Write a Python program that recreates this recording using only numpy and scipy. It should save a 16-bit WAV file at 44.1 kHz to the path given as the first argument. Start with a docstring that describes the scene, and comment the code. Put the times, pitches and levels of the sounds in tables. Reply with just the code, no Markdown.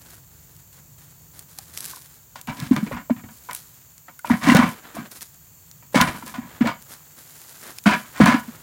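"""Sweet potatoes go into a plastic bucket in dry grass, close up, over a faint outdoor rumble and hiss.
First, hands work the crumbly soil while grit and stalks tick. Near 2.7 s a tuber booms on the bucket's
bottom, then tumbles and scrapes along the thin wall. A busier tumble follows at 4.3 s, flesh knocking
on flesh. At 6 s the plastic clicks sharply and the wire handle jingles. After more digging, the last
tubers land around 8 s. A limiter holds the loudest blows."""
import sys
import numpy as np
from scipy import signal
from scipy.fft import rfft, irfft, next_fast_len
from scipy.io import wavfile
from scipy.ndimage import uniform_filter1d, minimum_filter1d, map_coordinates

SR = 44100
rng = np.random.default_rng(int(sys.argv[2]) if len(sys.argv) > 2 else 0)


def persist_wave(psi):
    """Save psi, clipped to +-1, as 16-bit WAV."""
    counts = np.round(np.clip(psi, -1, 1) * 32767).astype(np.int16)
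    wavfile.write(sys.argv[1], SR, np.atleast_2d(counts).T)


N = 380141

# soft blows on the loaded bottom: start_s, level_db, pitch_hz
BOTTOM_BLOWS = [(2.481, -24, 220), (2.62, -22.5, 147), (2.71, -2.5, 252), (2.732, -14, 215),
                (2.763, -21.5, 151), (2.826, -14, 210), (3.104, -9, 245), (4.303, -5, 243),
                (4.335, -16, 200), (4.47, -7, 263), (4.487, -5, 235), (4.517, -4.5, 261), (4.548, -2, 175),
                (4.589, -4.5, 247), (4.629, -9.5, 227), (5.955, -8.5, 256), (6.008, -13, 234),
                (6.381, -20, 240), (6.608, -5.5, 244), (6.654, -18, 222), (7.859, -6, 226),
                (7.869, -3.5, 218), (8.201, 1, 260), (8.213, -1.5, 211), (8.233, -4, 201), (8.28, -9, 240),
                (8.342, -9.5, 261), (8.478, -27.5, 230)]
# ring of the loaded bottom and the air above it: pitch_hz, level_db, t60_s
BOTTOM_MODES = [(140, -4.5, 0.086), (170, -4, 0.092), (212.6, -5.5, 0.17), (240, -4.5, 0.19),
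                (288.4, -3.5, 0.062)]
# tubers tumbling on the wall: start_s, level_db, rise_s, hold_s, grit_offset_db, boom_offset_db
WALL_SKIDS = [(2.355, -34, 0.003, 0.012, -6, -17), (2.472, -31.5, 0.005, 0.035, -15, 0),
              (2.56, -39, 0.01, 0.1, -5, 3), (2.711, -32, 0.002, 0.02, -14, 0),
              (2.755, -27, 0.006, 0.014, -16, 2), (2.86, -35, 0.004, 0.012, -12, 3),
              (2.914, -32, 0.005, 0.025, -25, 3), (2.963, -29.5, 0.003, 0.012, -24, -5),
              (3.098, -36, 0.002, 0.008, -26, 6), (3.16, -43, 0.005, 0.03, -16, 4),
              (3.235, -41, 0.003, 0.005, -20, 8), (3.283, -41, 0.003, 0.005, -20, 2),
              (3.487, -32.5, 0.003, 0.026, -24, -17), (4.081, -40, 0.002, 0.003, -20, -9),
              (4.245, -35, 0.002, 0.03, -22, -8), (4.299, -21.5, 0.006, 0.012, -24, -1),
              (4.405, -21, 0.034, 0.03, -13, -5), (4.473, -16, 0.004, 0.05, -14, -2),
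              (4.547, -15, 0.002, 0.02, -13, -2), (4.58, -19, 0.004, 0.05, -22, -4),
              (4.66, -29, 0.004, 0.02, -18, 0), (4.941, -40, 0.003, 0.015, -18, 4),
              (4.965, -32, 0.003, 0.025, -23, 3), (5.822, -45, 0.002, 0.003, -18, -12),
              (5.944, -13, 0.004, 0.028, -13.5, -7), (5.997, -15, 0.003, 0.024, -15, -7),
              (6.07, -25, 0.004, 0.014, -12, -2), (6.14, -36, 0.004, 0.014, -14, 1),
              (6.222, -39, 0.002, 0.006, -16, 5), (6.26, -35, 0.015, 0.012, -12, -6),
              (6.339, -28.5, 0.002, 0.006, -13, -8), (6.38, -43, 0.005, 0.08, -20, 2),
              (6.605, -26.5, 0.007, 0.012, -19, 6), (6.642, -22, 0.033, 0.016, -19, -6),
              (7.856, -15.5, 0.009, 0.06, -17, -10), (8.055, -41, 0.003, 0.006, -9, -10),
              (8.13, -34, 0.045, 0.02, -7, -12), (8.2, -18, 0.006, 0.04, -16, 1),
              (8.256, -14, 0.003, 0.015, -15, -6), (8.286, -16, 0.003, 0.045, -23, -7)]
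# ring of the bucket's wall: pitch_hz, level_db, t60_s
WALL_MODES = [(519, -8, 0.071), (605, -20, 0.068), (717, -5.5, 0.11), (762.7, -4.5, 0.12),
              (911, -4.5, 0.073), (963, -3, 0.14), (1004, 0, 0.13), (1065, -2.5, 0.087),
              (1210, -2.5, 0.093), (1320, -10.5, 0.16), (1463, 0, 0.091), (1583, -1.5, 0.056),
              (1682, -0.5, 0.097), (1870, -2.5, 0.064), (1977, -10, 0.058), (2204, -2.5, 0.071),
              (2356, -2.5, 0.078), (2707, -9, 0.066), (3040, -18, 0.31), (3440, -25.5, .15),
              (3470, -25.5, 0.11), (4880, -19.5, 0.15)]
# tone of the flexing wall: frequency_hz, gain_db
FLEX_EQ = [(240, -30.5), (400, -24.5), (502, -16.5), (587, -10), (746, -7.5), (851, -13), (1010, -1),
           (1150, -8.5), (1460, -10), (2330, -11.5), (2560, -15.5), (7000, -35.5), (9100, -50),
           (15400, -120)]
# tone of grit scraping on plastic: frequency_hz, gain_db
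GRIT_EQ = [(1500, -9), (3500, 0.5), (6000, -3.5), (9500, -6.5), (13000, -20), (16000, -11)]
# tuber on tuber, or squarely on the wall: start_s, peak_db, pitch_hz
TUBER_KNOCKS = [(1.588, -37.5, 787), (1.934, -31, 1060), (1.969, -36, 990), (2.357, -27.5, 1017),
                (2.913, -23, 560), (2.97, -24.5, 970), (3.098, -16.5, 627), (3.488, -27, 1030),
                (3.495, -22, 1013), (4.083, -32.5, 1305), (4.193, -33, 1470), (4.246, -17.5, 944),
                (4.299, -12.5, 950), (4.499, -6, 2000), (4.547, -7, 516), (4.625, -7.5, 1045),
                (4.967, -25, 682), (5.945, -11, 543), (6.002, -6, 1010), (6.225, -28, 953),
                (6.645, -19, 533), (7.858, -13, 1400), (8.201, -6, 514), (8.262, -4, 1030)]
# ring of the wire handle: pitch_hz, level_db, t60_s
HANDLE_MODES = [(7570, -9, .15), (7810, -12, .35), (9335, 0, .28), (9420, -7, .2), (10470, -10, .3),
                (10830, -11, .35), (11770, -10, .35)]
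# plastic clicks near 2 kHz, brighter ticks of grit and stalks: start_s, peak_db, brightest_hz
CLICKS_AND_TICKS = [(0.5654, -34, 7410), (0.7292, -34, 6730), (1.3925, -24, 7890), (1.587, -16, 5900),
                    (1.775, -12, 5500), (1.806, -14, 7990), (1.854, -15, 8920), (1.8976, -21, 8100),
                    (2.4136, -21.5, 9360), (2.473, -25, 1930), (2.601, -19, 3830), (2.7641, -16, 1820),
                    (3.5108, -21, 1950), (3.5319, -16, 9940), (3.5494, -13, 9790), (3.98, -31, 7440),
                    (4.1918, -23, 9860), (4.2726, -24, 2370), (4.5496, -7, 2370), (4.5685, -5, 2080),
                    (4.951, -27, 9000), (5.115, -28, 6350), (5.209, -25, 4290), (5.7134, -27, 6640),
                    (6.0132, 3, 2460), (6.6729, -18, 2090), (7.7854, -19, 3800), (7.839, -24, 8500),
                    (8.259, -8, 1820)]
# a hand digging, gripping or spilling soil: start_s, length_s, crumble_db, rub_db
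HAND_STROKES = [(0, 0.18, -54, -57), (0.3, 0.3, -60, -66), (0.97, 0.15, -55, -60), (0.72, 0.06, -53, -55),
                (1.33, 0.08, -51, -57), (1.48, 0.26, -53, -59), (1.73, 0.25, -42, -52),
                (1.775, 0.13, -42, -54), (2.0, 0.15, -54, -60), (2.5, 0.42, -51, -49),
                (3.3, 0.48, -55, -63), (3.53, 0.025, -38, -54), (4.245, 0.47, -44, -52),
                (4.7, 0.36, -57, -48), (4.945, 0.015, -44, -47), (5.105, 0.07, -45, -53),
                (5.205, 0.016, -40, -52), (5.92, 0.28, -47, -45), (6.25, 0.06, -43, -44),
                (6.46, 0.12, -58, -48), (6.78, 0.36, -57, -58), (6.88, 0.06, -45, -49),
                (7.16, 0.6, -48.5, -55), (7.62, 0.075, -43, -42), (7.83, 0.19, -46, -57),
                (8.04, 0.1, -52, -53), (8.17, 0.23, -44, -50), (8.42, 0.2, -53, -51)]
# tone of crumbling soil: frequency_hz, gain_db
SOIL_EQ = [(880, -45), (1500, -4), (2740, -6), (4040, -0.5), (7920, 0.5), (10500, 2), (14800, -1),
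           (16000, -21)]
# tone of tubers rubbing together: frequency_hz, gain_db
RUB_EQ = [(120, -11.5), (230, 3.5), (420, 0.5), (700, -0.5), (1050, 1), (1600, 1.5), (2400, -5.5),
          (4000, -9), (8000, -29)]
# level ride of the open air: time_s, rumble_db, hiss_db
AIR_LEVELS = [(0, -53, -50.5), (1.5, -53.5, -49.8), (2.3, -56.5, -50.5), (3.5, -56, -48.2),
              (4.1, -61, -50.3), (5.6, -56, -49), (6.4, -53, -49.5), (7.3, -61, -47.5), (8.6, -53, -48.5)]
# tone of the distant rumble: frequency_hz, gain_db
RUMBLE_EQ = [(25, -26), (55, -4.5), (100, -1), (160, 1), (200, -12), (340, -19), (540, -24), (740, -27),
             (1000, -25), (1500, -45.5), (2600, -100)]
# tone of the hiss: frequency_hz, gain_db
HISS_EQ = [(400, -6.5), (1000, -2), (1650, -6), (2800, -5.5), (4250, -9), (4500, 2), (4800, -11),
           (5950, -2), (6700, 6), (7500, 8), (8200, -3.5), (11000, -6.5), (14000, 8), (16000, 5)]

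THUD_RISE_S, RISE_S_PER_DB = 0.006, 0.00015  # attack at 0 dB; gentler blows swell more slowly
SETTLE_T60_S, SETTLE_S_PER_DB = 0.3, 0.0048  # tail of a skid at 0 dB; gentler ones rest sooner
BUMPS_PER_S, BUMP_DB = 70, 1.3  # a lumpy tuber presses unevenly as it rolls
ROLL_DB, BOUNCE_DB, BOUNCE_T60_S = -2.2, -5, 0.07  # rolling pressure, and the shove of a bounce
JINGLE_START_S, JINGLE_DB = 6.016, -33
GRIP_S, LET_GO_T60_S = 0.014, 0.26  # attack and release of a hand's stroke
STIR_CRUMBLE_DB, STIR_RUB_DB = -64, -69  # soil and grass stir faintly between strokes


def bottom_thuds():
    """The bottom swings for a few cycles, pushes on the ground and leaves the bucket humming."""
    out, t = np.zeros(N), np.arange(SR // 2) / SR
    modes = ringing(BOTTOM_MODES, t)
    for start_s, level_db, pitch_hz in BOTTOM_BLOWS:
        rise_s = max(THUD_RISE_S - RISE_S_PER_DB * level_db, 0.002)
        progress = t / rise_s
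        swell = (progress * np.exp(1 - progress)) ** 2
        boom = swell * np.sin(2 * np.pi * pitch_hz * t)
        ground = amp(-23) * swell * np.sin(2 * np.pi * 118 * t)
        ring = unit_peak(rng.uniform(0.38, 1, len(modes)) @ modes)
        hum = amp(-9) * (1 - np.exp(-progress)) * ring
        add(out, start_s, amp(level_db) * (boom + ground + hum))
    return out


def wall_skids():
    """Rough skin chatters along the plastic; each skid rings wall and bottom at new strengths."""
    out, t = np.zeros(N), np.arange(SR // 2) / SR
    wall_modes, bottom_modes = ringing(WALL_MODES, t), ringing(BOTTOM_MODES, t)
    pressure = wall_pressure()
    for start_s, level_db, rise_s, hold_s, grit_db, boom_db in WALL_SKIDS:
        contact = envelope(t, rise_s, hold_s, SETTLE_T60_S + SETTLE_S_PER_DB * level_db)
        contact *= np.roll(pressure, -round(start_s * SR))[:len(t)]
        chatter = contact * grains(len(t), per_s=6000, spread_db=0.15)
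        scratch = contact * grains(len(t), per_s=2100, spread_db=1.0)
        flex = amp(-3.3) * unit_rms(equalise(chatter, FLEX_EQ))
        ring = amp(-5.7) * resonate(chatter, wall_modes)
        boom = amp(boom_db) * resonate(chatter, bottom_modes)
        grit = amp(grit_db) * unit_rms(equalise(scratch, GRIT_EQ))
        contact_rms = np.sqrt(np.mean(contact ** 2))
        add(out, start_s, amp(level_db) * contact_rms * (flex + ring + boom + grit))
    return out


def wall_pressure():
    """How hard the tubers lean on the wall: a lumpy roll, and a shove at every bounce."""
    shoves, t = np.zeros(N), np.arange(SR // 4) / SR
    for start_s, _, _ in BOTTOM_BLOWS:
        add(shoves, start_s, decay(t, BOUNCE_T60_S))
    lumps = amp(BUMP_DB * wobble(BUMPS_PER_S))
    return lumps * (amp(ROLL_DB) + amp(BOUNCE_DB) * np.minimum(shoves, 1))


def tuber_knocks():
    """Firm flesh gives a short woody note with one overtone."""
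    out, t = np.zeros(N), np.arange(SR // 8) / SR
    attack = 1 - np.exp(-t / 0.00052)
    for start_s, peak_db, pitch_hz in TUBER_KNOCKS:
        body = np.sin(2 * np.pi * pitch_hz * t)
        overtone = amp(-5.5) * decay(t, t60_s=0.06) * np.sin(2 * np.pi * 1.43 * pitch_hz * t)
        knock = (body + overtone) * attack * decay(t, t60_s=0.032)
        add(out, start_s, amp(peak_db) * unit_peak(knock))
    return out


def clicks_and_ticks():
    """The plastic bucket clicks sharply, grit and stalks tick brighter: a crack with a short tail."""
    out, t = np.zeros(N), np.arange(SR // 20) / SR
    crack, tail = decay(t, t60_s=0.008), amp(-18) * decay(t, t60_s=0.04)
    for start_s, peak_db, brightest_hz in CLICKS_AND_TICKS:
        burst = rng.standard_normal(len(t)) * (crack + tail)
        mid_db = -4 * np.log2(brightest_hz / 400)
        top_db = -5 * np.log2(16000 / brightest_hz)
        click_eq = [(200, -24), (1000, mid_db), (brightest_hz, 0), (16000, top_db)]
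        add(out, start_s, amp(peak_db) * unit_peak(equalise(burst, click_eq)))
    return out


def digging_hands():
    """Soil crumbles in clumps and single stalks crackle while tubers rub on each other."""
    t = np.arange(N) / SR
    crumble_gain, rub_gain = amp(STIR_CRUMBLE_DB), amp(STIR_RUB_DB)
    for start_s, length_s, crumble_db, rub_db in HAND_STROKES:
        effort = envelope(t - start_s, GRIP_S, length_s - GRIP_S, LET_GO_T60_S)
        crumble_gain = np.hypot(crumble_gain, amp(crumble_db) * effort)
        rub_gain = np.hypot(rub_gain, amp(rub_db) * effort)
    pressure = unit_rms(amp(2 * wobble(per_s=50)))
    dust = grains(N, per_s=3200, spread_db=0.5)
    stalks = grains(N, per_s=150, spread_db=2.5)
    friction = grains(N, per_s=3000, spread_db=0.8)
    crumble = unit_rms(equalise(dust + amp(-5) * stalks, SOIL_EQ))
    rub = unit_rms(equalise(friction, RUB_EQ))
    return pressure * (crumble_gain * crumble + rub_gain * rub)


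def handle_jingle():
    """One blow sets the wire handle ringing in its sockets."""
    out, t = np.zeros(N), np.arange(SR // 2) / SR
    add(out, JINGLE_START_S, amp(JINGLE_DB) * ringing(HANDLE_MODES, t).sum(axis=0))
    return out


def open_air():
    """A bed of distant rumble and fine hiss, each drifting slowly in level."""
    t = np.arange(N) / SR
    time_s, rumble_db, hiss_db = np.transpose(AIR_LEVELS)
    rumble = unit_rms(equalise(rng.standard_normal(N), RUMBLE_EQ))
    hiss = unit_rms(equalise(rng.standard_normal(N), HISS_EQ))
    return amp(np.interp(t, time_s, rumble_db)) * rumble + amp(np.interp(t, time_s, hiss_db)) * hiss


def amp(db):
    return 10 ** (np.asarray(db) / 20)


def unit_rms(x):
    return x / np.sqrt(np.mean(x ** 2) + 1e-20)


def unit_peak(x):
    return x / np.max(np.abs(x))


def decay(t, t60_s):
    return np.exp(-np.log(1000) * t / max(t60_s, 1e-3))


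def envelope(t, rise_s, hold_s, t60_s):
    """Attack, hold and release."""
    attack = np.clip(t / max(rise_s, 1e-3), 0, 1)
    return attack * decay(np.maximum(t - rise_s - hold_s, 0), t60_s)


def add(track, start_s, sound):
    """Mix a sound into the track at its cue."""
    part = track[round(start_s * SR):][:len(sound)]
    part += sound[:len(part)]


def equalise(x, eq):
    """Shape the tone with a minimum-phase filter, so nothing rings ahead of an attack."""
    size = 2 * next_fast_len(len(x) // 2 + 2048)
    frequency_hz, gain_db = np.transpose(eq)
    bin_hz = np.fft.rfftfreq(size, 1 / SR)
    curve_db = np.interp(np.log(bin_hz + 1), np.log(frequency_hz), gain_db)
    cepstrum = irfft(np.log(amp(curve_db)))
    cepstrum[1:size // 2] *= 2
    cepstrum[size // 2 + 1:] = 0
    return irfft(rfft(x, size) * np.exp(rfft(cepstrum)))[:len(x)]


def grains(size, per_s, spread_db):
    """Tiny random impacts of unequal strength, at unit rms."""
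    strength = amp(spread_db * np.minimum(rng.exponential(size=size), 4))
    hits = rng.random(size) < per_s / SR
    return unit_rms(hits * strength * rng.standard_normal(size))


def ringing(modes, t):
    """One damped sine per mode, each in its own row."""
    return np.array([amp(db) * decay(t, t60_s) * np.sin(2 * np.pi * hz * t) for hz, db, t60_s in modes])


def resonate(drive, modes):
    """Play the drive through ringing modes of random polarity, at unit rms."""
    response = rng.choice([-1, 1], len(modes)) @ modes
    return unit_rms(signal.fftconvolve(drive, response)[:len(drive)])


def wobble(per_s):
    """A smooth curve through per_s random points a second."""
    return map_coordinates(rng.standard_normal(2048), [np.arange(N) * per_s / SR], mode="wrap")


def scene():
    """Bucket, hands and open air, mixed in mono at one close microphone."""
    bucket = bottom_thuds() + wall_skids() + tuber_knocks() + handle_jingle()
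    return (bucket + clicks_and_ticks() + digging_hands() + open_air())[None]


def record(dry):
    """The microphone sheds the deepest bass, a fast limiter holds the peaks and the very top is cut."""
    low_cut_hz, high_cut_hz, ceiling, window_samples = 42, 16050, 0.9, 177
    mic = signal.sosfilt(signal.butter(3, low_cut_hz, "high", fs=SR, output="sos"), dry)
    safe_gain = np.minimum(1, ceiling / (np.abs(mic) + 1e-9))
    gain = uniform_filter1d(minimum_filter1d(safe_gain, window_samples), window_samples)
    passband = np.fft.rfftfreq(N, 1 / SR) < high_cut_hz
    return irfft(rfft(mic * gain) * passband, N)


dry = scene()
out = record(dry)
persist_wave(out)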